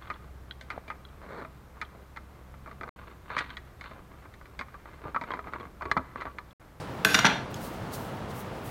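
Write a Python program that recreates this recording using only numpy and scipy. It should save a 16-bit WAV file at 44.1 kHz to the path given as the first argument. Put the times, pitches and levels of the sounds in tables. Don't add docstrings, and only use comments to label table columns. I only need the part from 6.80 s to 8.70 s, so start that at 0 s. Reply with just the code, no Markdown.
import sys
import numpy as np
from scipy import signal
from scipy.fft import rfft, irfft
from scipy.io import wavfile

SR = 44100
rng = np.random.default_rng(int(sys.argv[2]) if len(sys.argv) > 2 else 0)


def transcribe(signal):
    frames = np.atleast_2d(signal).T
    limited = np.clip(frames, -1, 1)
    pcm = np.round(limited * 32767).astype(np.int16)
    wavfile.write(sys.argv[1], SR, pcm)


N = 83790
T = np.arange(N) / SR


def gain(db):
    return 10 ** (np.asarray(db) / 20)


def fade(fade_s):
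    return np.exp(-np.log(1000) * T / fade_s)


def delay(x, start_s):
    return np.concatenate([np.zeros(int(max(start_s, 0) * SR)), x])[:N]


def cut(x, hz, keep):
    return signal.sosfilt(signal.butter(2, min(hz, .45 * SR), keep, fs=SR, output="sos"), x)


def noise(colour, grain_db=0):
    hz, db = np.array(colour).T
    freqs = np.maximum(np.fft.rfftfreq(N, 1 / SR), 1)
    white = rng.standard_normal(N)
    grain = gain(grain_db * np.repeat(rng.standard_normal(N), 16)[:N])
    shape = gain(np.interp(np.log(freqs), np.log(hz), db))
    edge_cut = np.sqrt((1 + (freqs / hz[-1] / 1.1) ** 16) * (1 + (.7 * hz[0] / freqs) ** 4))
    shaped = irfft(rfft(white * grain) * shape / edge_cut, N)
    return shaped / np.sqrt(np.mean(shaped ** 2))


def ring(tones):
    t = T[:SR // 2]
    swings = sum((-1) ** k * gain(db - 60 * t / fade_s) * np.sin(2 * np.pi * hz * t)
                 for k, (hz, db, fade_s) in enumerate(tones))
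    return np.pad(swings, (0, N - len(t)))


def strokes(rows, roundness=1.5):
    power = np.zeros(N)
    for peak_s, db, rise_s, fall_s in rows:
        distance = np.abs(T - peak_s) / np.where(T < peak_s, rise_s, fall_s)
        power += gain(db) ** 2 * np.exp(-distance ** roundness)
    return np.sqrt(power)


def resonate(x, response):
    return signal.fftconvolve(x, response / np.sqrt(np.sum(response ** 2)))[:N]


# pitch_hz, level_db
RUSH_COLOUR = [(15, -41), (25, -17), (129, -1.5), (161, -5.5), (185, -4.5), (366, -10.5), (430, -9.5),
               (939, -12.5), (1020, -14.5), (1170, -14.5), (3000, -30), (3900, -61), (6600, -120)]
HISS_COLOUR = [(1500, -27), (2800, -1.5), (3400, 0), (5000, -7), (7000, -13), (10000, -17), (16000, -27)]

def outdoor_air(rush_db=-37.5, hiss_db=-56.5):
    return gain(rush_db) * noise(RUSH_COLOUR) + gain(hiss_db) * noise(HISS_COLOUR)


# pitch_hz, level_db
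ECHO_COLOUR = [(100, 1), (250, 3), (450, 2), (700, 9), (1000, 1), (1500, 0), (3000, -1), (4200, -1),
               (5800, -7), (7500, -2.5), (10000, -7.5), (16000, 3.5)]

def wall_echo(x, level_db=-6.5, build_s=0.014, escape_s=0.18):
    build = 1 - np.exp(-(T / build_s) ** 2)
    escape = np.exp(-(T / escape_s) ** 2)
    tail = noise(ECHO_COLOUR) * fade(0.59) * build * escape
    return gain(level_db) * resonate(x, tail)


# peak_s, level_db, rise_s, fall_s, rub_db (compared with the hiss)
SWISHES = [(0.005, -63.5, 0.0068, .025, 11), (0.17, -63, 0.12, 0.1, -3), (0.712, -56, .005, 0.0088, -10),
           (0.765, -59.5, 0.014, .015, 6.5), (0.848, -47.5, .028, 0.03, -4.5),
           (0.945, -57, 0.028, 0.027, -2.5), (1.04, -63, .06, 0.098, -2), (1.142, -42, 0.011, .018, -3.5),
           (1.2, -53, 0.034, 0.076, -5.5), (1.36, -63.5, .03, 0.061, -3), (1.508, -56.5, 0.011, .014, 1),
           (1.565, -51.5, 0.017, 0.022, -10), (1.602, -47.5, 0.018, 0.013, -18),
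           (1.66, -62, .03, 0.028, -4), (1.77, -61, 0.034, .04, -6), (1.862, -50, 0.015, .05, -12)]
# pitch_hz, level_db
SKIN_COLOUR = [(3000, -12), (6000, -5), (9500, -2), (12000, -0.5), (14500, 0), (16000, 3)]
RUB_COLOUR = [(1000, -20), (2500, -4.5), (4200, 4.5), (7000, -1), (9000, -2)]
# start_s, level_db
TICKS = [(0.743, -36)]
# pitch_hz, level_db, fade_s
TICK_TONES = [(3110, -2, 0.017), (3400, 0, 0.018), (5100, -2.5, 0.013), (6470, 1, .016), (7470, -2.5, 0.01),
              (9800, -15, 0.0092), (11800, -7, .012)]

def hands():
    hiss = strokes(row[:4] for row in SWISHES) * noise(SKIN_COLOUR, grain_db=1)
    presses = [(peak_s, db + rub_db, rise_s, fall_s) for peak_s, db, rise_s, fall_s, rub_db in SWISHES]
    rub = strokes(presses) * noise(RUB_COLOUR, grain_db=2)
    tick = ring(TICK_TONES) + gain(-6) * noise(SKIN_COLOUR) * fade(.012)
    return hiss + rub + sum(gain(db) * delay(tick, start_s) for start_s, db in TICKS)


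# pitch_hz, level_db, fade_s
TABLE_TONES = [(135, -2, 0.037), (205.6, 1.5, 0.083), (303, -3.5, 0.052), (452, -6, 0.069),
               (680, -8, 0.043)]

def table_thump(rise_s=0.0023):
    return gain(-27.5) * ring(TABLE_TONES) * (1 - np.exp(-T / rise_s))


# pitch_hz, level_db, fade_s
STEEL_HZ = [1542, 1600, 2472, 3528, 4830, 5565, 6293, 6712, 8592, 9610, 10160, 11830, 12610, 14500]
STEEL_DB = [6, -5, -9, -11.5, -27, -12.5, -16.5, -15, -23, -15, -13, -10, -12, -27]
STEEL_FADE_S = [0.14, 0.24, 0.27, 0.18, 0.22, 0.17, 0.16, 0.43, 0.4, 0.14, 0.094, 0.07, 0.091, .14]

def steel_ring(count=50, low_hz=2700, high_hz=15670, db_per_octave=-3):
    clear = gain(-27.5) * ring(zip(STEEL_HZ, STEEL_DB, STEEL_FADE_S))
    pitch_dice, level_dice, fade_dice = rng.random((count, 3)).T
    hz = low_hz + (high_hz - low_hz) * (np.arange(count) + pitch_dice) / count
    db = -50 + db_per_octave * np.log2(hz / low_hz) + 10 * (level_dice - .5)
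    shimmer = ring(zip(hz, db, 0.15 * (.5 + fade_dice)))
    return clear + shimmer


# peak_s, level_db, rise_s, fall_s
SKIDS = [(0.284, -57, .004, .008), (0.300, -35, 0.0087, 0.011), (0.318, -36, 0.013, 0.0046),
         (0.335, -34, 0.0033, 0.012), (0.415, -59, 0.022, 0.022)]
# pitch_hz, level_db
SKID_COLOUR = [(200, -2), (1500, 8.5), (4000, 5), (6500, -2), (8300, -6.5), (10200, -5.5), (13000, -11),
               (16000, -20)]

def blade_skid(steel, sing_above_hz=5200):
    scrape = strokes(SKIDS) * noise(SKID_COLOUR, grain_db=3)
    return scrape + gain(1.5) * resonate(scrape, cut(steel, sing_above_hz, "high"))


# pitch_hz, level_db
FLEX_HZ = [211, 293, 432, 645, 857]
FLEX_DB = [-3.5, -2.5, -1, 2, -13]

def blade_flex(rise_s=0.0066, hold_s=0.073):
    swell = (1 - np.exp(-T / rise_s)) * np.exp(-(T / hold_s) ** 2)
    buzz = sum(gain(db) * np.sin(2 * np.pi * hz * T) for hz, db in zip(FLEX_HZ, FLEX_DB))
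    return gain(-31.5) * swell * buzz


# pitch_hz, fade_s
CLACK_HZ = [895, 1000, 1200, 1385, 1580, 1730, 1900, 2095, 2340, 2690, 2940, 3400, 3650, 4050, 4375, 4840,
            5640, 5980, 10050, 11830]
CLACK_FADE_S = [0.029, 0.033, 0.038, 0.029, 0.023, 0.028, 0.034, 0.043, 0.018, 0.016, 0.02, 0.017, 0.029,
                0.033, 0.072, 0.039, 0.034, .025, .018, 0.019]
TIP, BLADE, HANDLE = 0, 1, 2
CLACK_DB = [
    [-8.5, -36, -5, 3, 3, -2, -29, -21, -13, 2.5, -17, -6, -1, -16, -15, -38, -10, -25, -7, -8],
    [-27, -39, -15.5, 0, -6, -8, -7.5, -5.5, -2, -0.5, -7, -8, -3.5, -10.5, -18.5, -10.5, -7, -6.5, -26,
     -30],
    [-1, -7.5, -10, -7.5, 1.5, -2.5, -17, -23, -2, -12, -19, -3, -25, -4, -16, -11, -6.5, -1, -34, -36],
]
# pitch_hz, level_db
CRACK_COLOUR = [(400, -17), (750, -7.5), (1500, -0.5), (3500, -6), (5000, -11.5), (7000, -12),
                (8300, -18.5), (11000, -15.5), (16000, -30)]

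def board_hit(part, cutoff_hz):
    clack = gain(-15) * ring(zip(CLACK_HZ, CLACK_DB[part], CLACK_FADE_S))
    crack = gain(-14.5) * noise(CRACK_COLOUR) * fade(0.028)
    return cut(clack + crack, cutoff_hz, "low")


# start_s, level_db, part, cutoff_hz, thump_db, ring_db
LANDINGS = [(0.2483, -3.5, TIP, 15420, -16, 5), (0.2495, -2.5, TIP, 5905, 5.5, -9.5),
            (0.3439, 0.5, BLADE, 8900, -26, -19), (0.3464, -8, BLADE, 6640, -8, 5.5),
            (0.3499, 0, BLADE, 7000, 3, -18), (0.3891, -5, BLADE, 11900, -20, -8),
            (0.3919, -8, BLADE, 8000, 6, -14), (0.4460, 5, HANDLE, 1950, 5.5, -12),
            (0.4514, -2.5, HANDLE, 6000, 6, -22), (0.4535, -2.5, BLADE, 6800, 7, -20),
            (0.4613, -7.5, HANDLE, 8500, 2, -8), (0.4637, -4, BLADE, 6000, -10, -20),
            (0.4683, -4.5, HANDLE, 5850, 5.5, -20)]

def knife(mute_start_s=0.439, mute_fade_s=0.057):
    thump, steel = table_thump(), steel_ring()
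    knocks, ringing = np.zeros(N), blade_skid(steel)
    for start_s, db, part, cutoff_hz, thump_db, ring_db in LANDINGS:
        knock = board_hit(part, cutoff_hz) + gain(thump_db) * thump
        knocks += gain(db) * delay(knock, start_s)
        ringing += gain(db + ring_db) * delay(steel, start_s)
    buzz = delay(blade_flex(), LANDINGS[0][0])
    mute = gain(-60 * np.maximum(T - mute_start_s, 0) / mute_fade_s)
    return cut(knocks + buzz + mute * ringing, hz=110, keep="high")


def scene():
    clatter = knife()
    return (clatter + wall_echo(clatter) + hands() + outdoor_air())[None]


def record(dry):
    return signal.sosfilt(signal.ellip(10, .2, 80, 16000, fs=SR, output="sos"), dry)


dry = scene()
out = record(dry)
transcribe(out)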